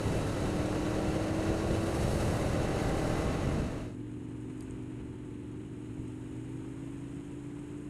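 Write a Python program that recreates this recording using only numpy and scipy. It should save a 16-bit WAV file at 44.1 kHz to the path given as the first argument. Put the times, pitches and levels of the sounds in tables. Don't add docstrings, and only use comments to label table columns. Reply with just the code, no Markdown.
import sys
import numpy as np
from scipy import signal
from scipy.fft import rfft, irfft
from scipy.io import wavfile
from scipy.ndimage import uniform_filter1d

SR = 44100
rng = np.random.default_rng(int(sys.argv[2]) if len(sys.argv) > 2 else 0)


def file_out(sig):
    cols = np.atleast_2d(sig).T
    lim = np.clip(cols, -1, 1)
    pcm = np.round(lim * 32767).astype(np.int16)
    wavfile.write(sys.argv[1], SR, pcm)


N = 347949
TIME = np.arange(N) / SR
FREQS = np.maximum(np.arange(N // 2 + 1) * SR / N, 1)
BEND_IN_S, STRAIGHT_OUT_S = 3.28, 3.536
FIRING_GAP = 3 / 8

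# t/s, f/Hz
STRAIGHT_CYCLE_RATE = [(0, 33.5), (.55, 34.54), (1.55, 36.84), (3.15, 40.37), (3.9, 42)]
# f/Hz, relative spectral density/dB
SIZZLE_SPECTRUM = [(4000, -20), (5400, -9), (5950, -24), (6250, -7), (6650, 0), (7400, -1), (8800, -1.5),
                   (10000, -7.5), (11000, -14), (12500, -17), (13000, -37)]


def from_db(db):
    return 10 ** (np.asarray(db) / 20)


def rms_one(x):
    return x / np.sqrt(np.mean(x ** 2) + 1e-20)


def in_time(rows):
    return np.interp(TIME, *np.transpose(rows))


def ramp(middle_s, length_s):
    return np.clip((TIME - middle_s) / length_s + .5, 0, 1)


def swell(middle_s, length_s):
    return .5 ** np.minimum((2 * (TIME - middle_s) / length_s) ** 2, 60)


def lift(resonances, hz):
    return sum(db / (1 + (2 * (hz - centre) / width) ** 2) for centre, width, db in resonances)


def colour(x, spectrum, resonances=()):
    hz, db = np.transpose(spectrum)
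    octaves_outside = np.abs(np.log2(FREQS / np.clip(FREQS, hz[0], hz[-1])))
    shape_db = np.interp(np.log(FREQS), np.log(hz), db) - 20 * octaves_outside + lift(resonances, FREQS)
    return rms_one(irfft(rfft(x) * from_db(shape_db), N))


def noise(spectrum, resonances=()):
    return colour(rng.standard_normal(N), spectrum, resonances)


def drift(hz):
    size = N // 32
    slow = irfft(rfft(rng.standard_normal(size)) / (1 + (FREQS[:size // 2 + 1] / hz) ** 2), size)
    return np.interp(np.linspace(0, size - 1, N), np.arange(size), rms_one(slow))


def evened(x, window_s=.07):
    size = int(window_s * SR)
    return x / np.sqrt(uniform_filter1d(uniform_filter1d(x ** 2, size), size) + 1e-9)


def straight_speed():
    cycle_hz = in_time(STRAIGHT_CYCLE_RATE)
    return 20 * np.log10(cycle_hz / cycle_hz[TIME < STRAIGHT_OUT_S].mean())


def gusts():
    # t/s, rise/dB, duration/s
    thumps = [(0.076, 8, 0.054), (0.172, 8.5, 0.038), (0.447, 6.5, 0.06), (0.602, 3.5, 0.086),
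              (1.086, 4.5, .06), (1.5, 5.5, .06), (1.709, 7.5, .07), (1.8, 3.5, .05), (1.973, 3.5, .06),
              (2.04, 6, .06), (2.14, 5.5, 0.1), (2.28, 6.5, .09), (2.426, 4, 0.054), (2.575, 4, 0.091),
              (2.68, 2, .06), (2.866, 4, 0.049), (2.94, 3.5, .07), (3.133, 2.5, 0.052), (3.28, 3.5, .07),
              (3.472, 6, 0.086), (3.598, 7, 0.11), (3.694, 4, .05), (4.718, 9, 0.088), (5.053, 7, .11),
              (5.995, 12, .06), (6.35, 4, .06), (7.22, 1, .08)]
    return sum(db * swell(s, length) for s, db, length in thumps)


def wind():
    # f/Hz, relative spectral density/dB
    buffet_spectrum = [(15, -2), (30, -2), (70, 2), (130, 1.5), (180, -3), (260, -10), (500, -13.5)]
    rush_spectrum = [(100, -33), (220, -1.5), (400, -1.7), (620, 1), (700, -4.5), (900, -9.5), (1500, -13),
                     (1850, -14.5), (2400, -18.5), (3300, -26), (5100, -28.5), (7000, -27.5), (10000, -35),
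                     (14000, -67)]
    hiss_spectrum = [(3000, -10), (4500, -3), (7000, -4.5), (9300, 1.5), (10400, -3), (11600, -7.5),
                     (13200, -10.5), (14200, -24)]
    # f/Hz, bandwidth/Hz, gain/dB
    housing_modes = [(1975, 23, 4.5), (2664, 126, 6.5), (2960, 350, 5.5), (3860, 360, 5.5), (4320, 970, 4),
                     (5530, 94, 7), (6280, 100, 5.5), (6490, 140, 6), (6750, 130, 4), (7700, 280, 4)]
    # t/s, duration/s, rise/dB
    hiss_spells = [(.1, 0.71, 3), (2.136, 0.64, 6.5), (3.016, 0.37, 3.5)]
    speed_db, gust_db, eddies = straight_speed(), gusts(), drift(37)
    buffet = from_db(-36.5 + 2.26 * speed_db + gust_db) * evened(noise(buffet_spectrum))
    rush_db = -38.5 + 0.51 * speed_db + 0.038 * gust_db + 0.56 * eddies
    rush = from_db(rush_db) * noise(rush_spectrum, housing_modes)
    spell_db = sum(db * swell(s, length) for s, length, db in hiss_spells)
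    hiss = from_db(-57 + spell_db + 0.86 * eddies) * noise(hiss_spectrum, housing_modes)
    return buffet + rush + hiss


def engine_cycles(cycle_hz, wobble):
    return np.cumsum(cycle_hz * (1 + wobble * drift(12))) / SR


def partial(cycles, order, rough, flutter_hz):
    angle = 2 * np.pi * (order * cycles + rng.random())
    in_phase = (1 + rough * drift(flutter_hz)) * np.sin(angle)
    quadrature = rough * drift(flutter_hz) * np.cos(angle)
    return np.sqrt(2) * (in_phase + quadrature)


def firings(cycles):
    count = np.floor(cycles) + np.floor(cycles - FIRING_GAP)
    return np.diff(count, prepend=count[0])


def fast_engine():
    # order, relative level/dB
    harmonics = [(3, 6.5), (4, 0), (5, -5), (7, -0.5), (8, 2.8), (9, -6), (10, -7.5), (11, 0), (12, 0.7),
                 (13, -9), (14, -0.5), (15, 1.7), (16, -2.5), (19, -13.5), (22, -13), (24, -16), (25, -15),
                 (26, -14), (27, -11.1), (28, -18.5), (30, -11.5), (32, -13), (34, -20), (35, -15.5),
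                 (36, -21), (38, -12), (40, -15), (43, -12.5), (45, -23), (48, -22), (49, -27), (50, -21.1),
                 (51, -31), (53, -31), (56, -27.6)]
    # teeth meshing per cycle, relative level/dB
    mesh_tones = [(19.6, -8.5), (20.9, -11), (26.8, -14), (39.2, -14), (52.25, -21.5)]
    # f/Hz, bandwidth/Hz, gain/dB
    casing_modes = [(781, 106, 10.7), (1112, 46, 7.2), (1336, 160, 6.1), (2000, 190, 11.5)]
    # t/s, gain/dB
    throttle = [(2.2, -4), (2.75, -1.5), (3.25, -2), (3.65, -5)]
    # t/s, gain/dB
    gear_load = [(1.2, 0.5), (1.9, -1.5), (2.4, -1), (2.8, 1.5), (3.3, 0), (3.55, -9)]
    # f/Hz, relative spectral density/dB
    intake_spectrum = [(700, -7), (1100, -1), (1700, -7), (2000, -10.5), (2900, -9), (4000, -23)]
    cycle_hz = in_time(STRAIGHT_CYCLE_RATE)
    cycles = engine_cycles(cycle_hz, wobble=0.00081)
    speed_db, throttle_db = straight_speed(), in_time(throttle)
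    engine_db = -48.5 + 0.15 * speed_db + throttle_db
    gear_db = engine_db + in_time(gear_load)
    drone = sum(from_db(engine_db + db + lift(casing_modes, k * cycle_hz))
                * partial(cycles, k, rough=0.18, flutter_hz=6.6) for k, db in harmonics)
    whine = sum(from_db(gear_db + db + lift(casing_modes, k * cycle_hz))
                * partial(cycles, k, rough=0.12, flutter_hz=6.7) for k, db in mesh_tones)
    gulp_decay_s = 0.004
    gulps = signal.lfilter([1], [1, -np.exp(-1 / (gulp_decay_s * SR))], firings(cycles))
    snarl = rms_one(gulps * noise(intake_spectrum, casing_modes))
    return drone + whine + from_db(-54 + 8.2 * speed_db + throttle_db) * snarl


def other_bike():
    # t/s, f/Hz
    cycle_rate = [(0, 36.35), (1.7, 40.8), (2.15, 41.7), (2.4, 41.0), (3.95, 39.4)]
    # order, relative level pulling/dB, relative level eased/dB
    harmonics = [(3, -16, -5), (4, -8.5, -1.5), (5, -1, -3.5), (7, -23, -4), (8, 4, -6.5), (9, -4, -8),
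                 (10, -9, -14), (12, -7, -13.5), (16, -10.5, -22)]
    cycles = engine_cycles(in_time(cycle_rate), wobble=0.00096)
    pulling = ramp(0.38, 0.42) - ramp(2.17, 0.42)
    receding_db = 2 * np.maximum(TIME - 1.16, 0)
    return sum(from_db(-41.5 + eased + (pull - receding_db - eased) * pulling)
               * partial(cycles, k, rough=0.13, flutter_hz=20) for k, pull, eased in harmonics)


def whistle(straight, hz=10519.5):
    return from_db(-82.5 + 8 * straight) * partial(TIME, hz, rough=.12, flutter_hz=25)


def bend_cycle_rate():
    # t/s, f/Hz
    cycle_rate = [(3.95, 22.85), (4.8, 23.95), (5.2, 23.4), (5.43, 22.65), (5.65, 23.85), (5.85, 23.1),
                  (6.3, 23.95), (7.3, 26.05), (7.89, 26.8)]
    snatch_s, decay_s, swing_hz = 5.65, .2, 6.2
    age = np.maximum(TIME - snatch_s, 0)
    swing = np.exp(-age / decay_s) * np.sin(2 * np.pi * swing_hz * age)
    return in_time(cycle_rate) * (1 + .08 * swing)


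def bend_load():
    # t/s, level/dB
    load = [(4.0, -68.5), (4.81, -65.5), (5.38, -67.5), (6.88, -65), (7.34, -66), (7.77, -65.5),
            (7.89, -68)]
    return in_time(load) - np.mean([db for _, db in load])


def exhaust_order(cycles, order, rough):
    pair_phase = np.angle(1 + np.exp(-2j * np.pi * order * FIRING_GAP))
    silencer_lag = .075 * order ** 2
    angle = 2 * np.pi * order * cycles + pair_phase - silencer_lag
    return -np.sqrt(2) * ((1 + rough * drift(28)) * np.cos(angle) + rough * drift(28) * np.sin(angle))


def slow_engine(cycles, cycle_hz):
    # order (rounded for pitch), relative level pulling/dB, coasting/dB
    harmonics = [(3, -23, -27), (4, -20, -19), (6, -18.5, -14), (7, -21, -23), (8, -19.5, -21),
                 (9, -23.5, -16), (10, -20.5, -24), (11.06, -7, -10.5), (12, -25, -22.5), (13, -9, -9.5),
                 (14.36, -18, -28), (14.9, -16.5, -14), (15.93, -10, -8), (19.4, -23, -29),
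                 (20, -22.5, -20), (38, -31.5, -29)]
    # f/Hz, bandwidth/Hz, gain/dB
    silencer = [(302.5, 88, 6.5), (344, 40, -3), (414, 37, -10.5), (522, 53, -18)]
    # f/Hz, relative gain/dB
    burble_spectrum = [(70, -7), (130, 0.5), (200, 6), (300, -12), (390, -1.5), (480, -8), (650, -37),
                       (1200, -50)]
    # t/s, level/dB
    boom_level = [(3.9, -47), (4.3, -46.5), (4.9, -46), (5.3, -50.5), (5.5, -47), (5.67, -50.5),
                  (6.0, -44.5), (6.3, -45.5), (6.6, -46), (7.05, -49), (7.3, -48.5), (7.65, -48),
                  (7.89, -49)]
    coasting = ramp(5, 0.22) - ramp(5.9, 0.22)
    uneven = cycles + 0.0025 * drift(22)
    strength = from_db(0.47 * drift(28))
    hum = sum(from_db(pull + (coast - pull) * coasting + lift(silencer, k * cycle_hz))
              * exhaust_order(uneven, round(k), rough=0.18) for k, pull, coast in harmonics)
    burble = from_db(-10) * colour(firings(cycles) * rng.uniform(-0.86, 1, N), burble_spectrum)
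    boom = from_db(in_time(boom_level)) * exhaust_order(uneven, order=5, rough=0.25)
    exhaust = boom + from_db(-43 + 0.16 * bend_load()) * (hum + burble)
    fades_in = ramp(6.2, 0.44)
    distant_drone = from_db(-56.5) * fades_in * partial(cycles, order=6.28, rough=0.24, flutter_hz=10)
    return distant_drone + strength * exhaust


def breeze():
    # f/Hz, relative spectral density/dB
    spectrum = [(15, -12), (35, -5), (66, 3), (110, -5.5), (200, -6), (450, -19.5)]
    return from_db(-52.5 + gusts()) * evened(noise(spectrum))


def tyres(cycles):
    # f/Hz, relative spectral density/dB
    spectrum = [(200, -13), (450, 4.5), (600, 2.5), (750, 0), (910, 3), (1050, -0.5), (1400, -1.5),
                (2200, -4.5), (2900, -5), (3600, -14), (4000, -13), (4600, -24), (6000, -22.5),
                (12000, -42)]
    throb_db = 0.27 * np.cos(2 * np.pi * cycles)
    return from_db(-59.5 + bend_load() + throb_db + 0.7 * drift(30)) * noise(spectrum)


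def ping(hz, width_hz):
    age = np.arange(SR // 100) / SR
    return np.exp(-np.pi * width_hz * age) * np.sin(2 * np.pi * hz * age)


def through_housing(x):
    return signal.sosfilt(signal.butter(4, [4200, 11300], "band", fs=SR, output="sos"), x)


def chain(cycles, clicks_per_s):
    # t/s, level/dB
    tension = [(4.1, -74), (4.6, -70.5), (5.0, -73), (5.55, -74), (6.0, -70.3), (6.8, -69), (7.3, -69),
               (7.89, -70)]
    # f/Hz, bandwidth/Hz, relative level/dB
    link_modes = [(6800, 210, -9), (8320, 260, -1)]
    tug = np.cos(2 * np.pi * cycles)
    impacts = rng.random(N) < clicks_per_s / SR
    clicks = impacts * rng.standard_normal(N) * from_db(1.5 * tug + 3.7 * drift(50))
    ringing = sum(from_db(db) * signal.fftconvolve(clicks, ping(hz, width))[:N]
                  for hz, width, db in link_modes)
    sizzle = from_db(0.5 + 0.48 * tug + 0.84 * drift(40)) * noise(SIZZLE_SPECTRUM)
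    return from_db(in_time(tension)) * (sizzle + from_db(-4.5) * rms_one(through_housing(ringing)))


def grit():
    # t/s, gain/dB, lowest f/Hz, highest f/Hz
    grains = [(4.6079, -40, 4500, 11800), (4.6246, -40, 8200, 10500), (4.628, -52, 7800, 9800),
              (4.6322, -53, 6500, 7800), (4.6405, -54, 7800, 9400), (4.701, -47, 8000, 9900),
              (4.7055, -55, 8200, 9600), (4.709, -38, 6500, 8700)]
    # f/Hz, bandwidth/Hz, relative level/dB
    metal_modes = [(4850, 260, -7), (6840, 800, -5), (8400, 700, -1), (10000, 1600, 0)]
    sand = from_db(-69) * swell(4.635, 0.043) * noise(SIZZLE_SPECTRUM)
    out = through_housing(sand)
    ring = sum(from_db(db) * ping(hz, width) for hz, width, db in metal_modes)
    for s, db, low_hz, high_hz in grains:
        contact = signal.butter(3, [low_hz, high_hz], "band", fs=SR, output="sos")
        at = int(s * SR)
        out[at:at + len(ring)] += from_db(db) * signal.sosfilt(contact, ring)
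    return out


def scene():
    straight = 1 - ramp(STRAIGHT_OUT_S, 0.87) ** 1.84
    bend = ramp(BEND_IN_S, 0.55)
    cycle_hz = bend_cycle_rate()
    cycles = engine_cycles(cycle_hz, wobble=.002)
    fast = wind() + fast_engine() + other_bike()
    slow = slow_engine(cycles, cycle_hz) + breeze() + tyres(cycles)
    slow += chain(cycles, clicks_per_s=1700) + grit()
    return (straight * fast + bend * slow + whistle(straight))[None]


def record(dry):
    return signal.sosfilt(signal.ellip(12, .1, 80, 13900, fs=SR, output="sos"), dry)


dry = scene()
out = record(dry)
file_out(out)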